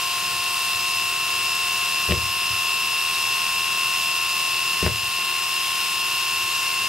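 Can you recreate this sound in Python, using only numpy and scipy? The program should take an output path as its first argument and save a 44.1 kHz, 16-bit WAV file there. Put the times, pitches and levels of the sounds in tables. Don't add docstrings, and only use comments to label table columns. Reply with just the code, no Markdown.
import sys
import numpy as np
from scipy import signal
from scipy.fft import rfft, irfft, next_fast_len
from scipy.io import wavfile
from scipy.ndimage import uniform_filter1d, map_coordinates

SR = 44100
rng = np.random.default_rng(int(sys.argv[2]) if len(sys.argv) > 2 else 0)


def pcm_store(signal):
    levels = np.round(np.clip(np.atleast_2d(signal), -1, 1) * 32767)
    wavfile.write(sys.argv[1], SR, levels.astype(np.int16).T)


def volts_from_decibels(level):
    exponent = np.asarray(level, float) / 20
    return 10 ** exponent


N = 303408


def unit(x):
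    return x / np.sqrt(np.mean(x ** 2) + 1e-20)


def along(points, hz):
    f, v = np.transpose(points)
    return np.interp(np.log(hz + 1), np.log(f + 1), v)


def curves(rows):
    s, *cols = np.transpose(rows)
    return [np.interp(np.arange(N) / SR, s, c) for c in cols]


def wobble(rate):
    knots = rng.standard_normal(512)
    return map_coordinates(knots, [np.arange(N) * rate / SR], order=1, mode="wrap")


def filtered(x, response):
    m = next_fast_len(N + SR // 2)
    return irfft(rfft(x, m) * response(np.fft.rfftfreq(m, 1 / SR)), m)[..., :N]


# t/s, f/Hz of drum order 76, level/dB of that order
RUN = [(0, 2696.2, -34), (.45, 2695.4, -33.4), (.85, 2694.8, -30.7), (1.5, 2696, -30), (2.2, 2697, -30.8),
       (3.3, 2697.8, -29.9), (4.0, 2697.2, -30), (4.7, 2699.8, -30.5), (5.0, 2699.4, -32.5),
       (5.4, 2699.4, -32.2), (5.6, 2700.8, -34), (6.1, 2699, -32.6), (6.5, 2697.6, -33.4),
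       (6.88, 2697.6, -32.5)]


def drum_turns():
    tooth_hz = curves(RUN)[0] + 0.8 * wobble(5)
    return np.cumsum(tooth_hz) / 76 / SR


def tone(turns, db, sway_db, slip):
    phase = 2 * np.pi * turns + slip * wobble(25)
    return np.sqrt(2) * volts_from_decibels(db + sway_db * wobble(7)) * np.sin(phase)


# order, level/dB
DRUM = [(24, -60), (26, -54), (27, -49), (37, -57), (38, -54), (39, -55), (40, -50), (42, -56), (49, -53),
        (50, -49), (54, -55), (56, -57), (60, -54), (63, -52), (68, -53), (69, -48), (71, -49), (75, -49),
        (79, -41), (80, -46), (86, -49), (87, -46), (96, -48), (101, -51), (112, -51), (114, -53),
        (136, -52), (152, -54)]
# order, level/dB
DRUM_LOW = [(10, -55), (11, -59), (24.6, -56), (33.4, -57), (71.4, -53), (74, -51), (78, -47), (78.37, -50),
            (82, -51)]
# order, level/dB
MOTOR = [(6, -62), (7, -58), (9, -60), (10, -60), (14, -58), (18, -54), (30, -57), (31, -55), (32, -45)]
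GEARING = 4.6016


def whine(drum, gain_db):
    motor = drum * GEARING
    t = np.arange(N) / SR
    teeth_db = curves(RUN)[1]
    motor_16_db = teeth_db - 5.5 + 0.49 * t
    motor_17_db = teeth_db - 6.5 + 0.95 * t
    swell = 1 + 0.2 * np.cos(2 * np.pi * drum)
    strong = swell * tone(30 * drum, -34 + gain_db, sway_db=0.53, slip=0.11)
    strong = strong + tone(20 * drum, -47 - 1.0 * t, sway_db=0.8, slip=0.37)
    locked = (
        (76 * drum, teeth_db),
        (16 * motor, motor_16_db),
        (17 * motor, motor_17_db),
        (76 * drum + motor, teeth_db - 11),
    )
    strong = strong + sum(tone(turns, db, sway_db=0.9, slip=0.2) for turns, db in locked)
    weak = 0
    for shaft, orders in ((drum, DRUM + DRUM_LOW), (motor, MOTOR)):
        for order, db in orders:
            weak = weak + tone(order * shaft + rng.random(), db, sway_db=1.5, slip=0.2)
    comb = uneven_teeth(drum, whole_db=-50.5, fifth_db=-62, scatter_db=3.0)
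    return strong + volts_from_decibels(gain_db) * (weak + comb)


def uneven_teeth(drum, whole_db, fifth_db, scatter_db):
    order = np.arange(2049) / 5
    whole = np.arange(2049) % 5 == 0
    height, angle = rng.standard_normal((2, 2049))
    level = np.where(whole, whole_db, fifth_db) + scatter_db * np.clip(height, -3, 1)
    clear = [k for k, _ in DRUM + DRUM_LOW] + [20, 29, 30, 31, 76]
    fade = ~np.isin(order, clear) / (1 + (order / 150) ** 4)
    colour = shell_gain(order * 35.5)
    spectrum = volts_from_decibels(level) * fade * colour * np.exp(7j * angle)
    shape = irfft(spectrum) * 2048 * np.sqrt(2)
    return map_coordinates(np.tile(shape, 2), [drum / 5 % 1 * len(shape)], order=3)


def rattle(drum):
    pulse = 1
    for order, depth in ((2, 0.026), (3, 0.07), (6, 0.039), (12, 0.04)):
        pulse = pulse + depth * np.cos(2 * np.pi * order * drum)
    grit = rng.standard_normal((2, N)) * volts_from_decibels(0.6 * wobble(900) + 0.45 * wobble(5))
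    hz, _, z = signal.stft(pulse * grit, SR, nperseg=2048)

    def texture(bins, frames):
        rough = rng.standard_normal(z.shape[1:])
        return unit(uniform_filter1d(uniform_filter1d(rough, size=bins, axis=0), size=frames, axis=1))

    depth_db = 1.9 / (1 + (hz[:, None] / 6500) ** 4) + 1.1
    comb_db = depth_db * texture(2, 40) + 0.5 * texture(16, 6)
    combed = signal.istft(z * volts_from_decibels(comb_db), nperseg=2048)[1][:, :N]
    return unit(filtered(combed, shell_gain))


# f/Hz, level/dB per Hz
SHELL = [(250, -33), (600, -20), (850, -17.5), (1500, -16), (2200, -10.5), (3250, -9.5), (4000, -4),
         (4550, -7), (5700, -8), (8000, -7.5), (11500, -8), (13000, -12), (14500, -13.5), (15800, -14.5)]
# f/Hz, width/Hz, boost level/dB
SHELL_RINGS = [(1137, 670, 8.5), (2822, 880, 8.5), (3580, 200, 2), (5120, 630, 8.5)]


def shell_gain(hz):
    rings = sum(db / (1 + (2 * (hz - centre) / width) ** 2) for centre, width, db in SHELL_RINGS)
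    return volts_from_decibels(along(SHELL, hz) + rings)


def strike(out, s, sound):
    out[round(s * SR):][:len(sound)] += sound


# t/s, peak level/dB, thump f/Hz
THUDS = [(.75, -36, 100), (2.083, -22, 68), (2.096, -21, 150), (2.1071, -14, 175), (2.112, -21, 80),
         (2.126, -22, 85), (2.146, -26, 105), (2.169, -21, 95), (2.195, -33, 105), (2.221, -35, 110),
         (2.232, -29, 99), (2.258, -35, 100), (2.29, -37, 95), (2.503, -31, 100), (2.53, -35, 98),
         (4.823, -23, 68), (4.8281, -19, 196), (4.8393, -19, 195), (4.8458, -21, 95), (4.856, -20, 75),
         (4.868, -20.5, 95), (4.873, -24, 200), (4.883, -27, 100), (4.896, -32, 160), (4.914, -24, 105),
         (4.942, -32, 110), (5.03, -35, 105), (5.072, -35, 105)]


def thuds(out, t):
    for s, db, hz in THUDS:
        u = t * hz / 0.9
        load = u * np.exp((1 - u ** 2) / 2)
        strike(out, s, volts_from_decibels(db) * load * np.sin(2 * np.pi * hz * t))


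# t/s, peak level/dB
SLAPS = [(2.0908, -16.5), (2.1065, -19), (2.1214, -16), (2.138, -24), (2.164, -29), (2.181, -31),
         (4.827, -18.5), (4.85, -24), (4.8638, -12.5), (4.8798, -23), (4.893, -25.5), (4.918, -34)]
# f/Hz, level/dB, decay time t60/s
TILE = [(256, -8, 0.042), (362, -3.5, 0.071), (447, -4, 0.044), (577, -11, 0.066)]


def slaps(out, t):
    rise = 1 - np.exp(-t / 0.00074)
    for s, db in SLAPS:
        ring = 0
        for hz, level, t60 in TILE:
            louder, sharper = rng.standard_normal(2)
            decay = volts_from_decibels(level + 2 * louder - 60 * t / t60)
            ring = ring + decay * np.sin(2 * np.pi * hz * (1 + 0.043 * sharper) * t)
        strike(out, s, volts_from_decibels(db) * ring * rise)


# t/s, peak level/dB, f/Hz
CLAWS = [
    (2.0912, -22, 1500),
    (2.1097, -12, 3000),
    (2.1195, -19, 2500),
    (2.1211, -9, 2500),
    (4.829, -21, 1600),
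    (4.8639, -12, 2200),
    (4.8672, -14, 1700),
    (4.8797, -16, 1700),
    (5.19, -25, 700),
]


def claws(out, t):
    for s, db, hz in CLAWS:
        strike(out, s, -volts_from_decibels(db + 6 - 60 * t / 0.0022) * np.sin(2 * np.pi * hz * t))


def paws():
    out = np.zeros(N + SR)
    t = np.arange(SR // 4) / SR
    thuds(out, t)
    slaps(out, t)
    claws(out, t)
    return out[:N]


# f/Hz, t60/s
ROOM = [(60, 0.4), (120, 0.25), (400, 0.33), (2000, 0.4), (8000, .08)]


def room(x):
    hz, t, z = signal.stft(rng.standard_normal((2, SR // 2)), SR, nperseg=512)
    tail = signal.istft(z * volts_from_decibels(-60 * t / along(ROOM, hz)[:, None]), SR, nperseg=512)[1]
    padded = np.pad(tail, ((0, 0), (0, N)))[:, :N]
    tail = filtered(padded, lambda f: 1 / (1 + (f / 900) ** 2))[:, :SR // 2]
    return signal.fftconvolve(x[None], tail / np.linalg.norm(tail[0]), axes=1)[:, :N]


# f/Hz, level/dB per Hz
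HUM = [(25, -32), (48, -9), (75, 0), (105, 2.5), (150, -2), (200, 0), (270, -13), (370, -3.5), (500, -4.5),
       (650, -43), (900, -21)]


def room_hum(gain_db):
    noise = filtered(rng.standard_normal((2, N)), lambda hz: volts_from_decibels(along(HUM, hz)))
    return unit(noise) * volts_from_decibels(-46 + gain_db + 1.2 * wobble(6.7))


# f/Hz, correlation
ALIKE = [(60, .8), (200, .75), (290, .5), (500, .55), (1000, .76), (3400, .74), (5000, .72), (7000, .52),
         (9000, .46), (11000, .2), (13000, .2), (15000, .56)]
# f/Hz, left minus right level/dB
LEAN = [(60, -1), (200, .5), (400, 3.2), (800, 4.3), (1400, 4), (3400, 2), (4200, 2.5), (6000, -1.2),
        (8000, -2.6), (11000, -3.9), (12000, -3), (13000, -.2), (15000, .6)]
# f/Hz, radians by which left leads
LEAD = [(300, 0), (1400, -.2), (2600, -.47), (5000, -.85), (6000, -.5), (10000, -.5), (12000, .9),
        (15000, .2)]


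def ports(pair):
    def mix(hz):
        turn = np.arccos(np.clip(along(ALIKE, hz), 0, 1)) / 2
        half = volts_from_decibels(along(LEAN, hz) / 2) * np.exp(0.5j * along(LEAD, hz))
        left = [half * np.cos(turn), half * np.sin(turn)]
        right = [np.cos(turn) / half, -np.sin(turn) / half]
        return np.array([left, right])
    return filtered(pair[None], mix).sum(axis=1)


# t/s, depth level/dB
DUCKS = [
    (2.125, 1.5),
    (4.872, 3.4),
]


def duck_db():
    start, depth = np.array(DUCKS).T[:, :, None]
    t = np.maximum(np.arange(N) / SR - start, 0)
    fall_s, recover_s = 0.015, 0.12
    return -np.sum(depth * (1 - np.exp(-t / fall_s)) * np.exp(-t / recover_s), axis=0)


def scene():
    gain_db = duck_db()
    drum = drum_turns()
    tones = whine(drum, gain_db) * volts_from_decibels(1.06 + gain_db / 2)
    noise = room_hum(gain_db) + volts_from_decibels(-27.5 + gain_db) * rattle(drum)
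    cat = paws()
    mid, side = room(cat) * volts_from_decibels([[-24], [-31]])
    landing = volts_from_decibels([[2.1], [-2.1]]) * np.array([cat + mid + side, cat + mid - side])
    return ports(tones * [[1], [0]] + noise) + landing


def band_limit(x):
    return signal.sosfilt(signal.butter(12, 15730, fs=SR, output="sos"), x)


def record(dry):
    bass_hz, top_hz = 52, 15730
    mix = filtered(dry, lambda hz: hz ** 4 / (hz ** 4 + bass_hz ** 4) * (hz < top_hz))
    return band_limit(mix)


dry = scene()
out = record(dry)
pcm_store(out)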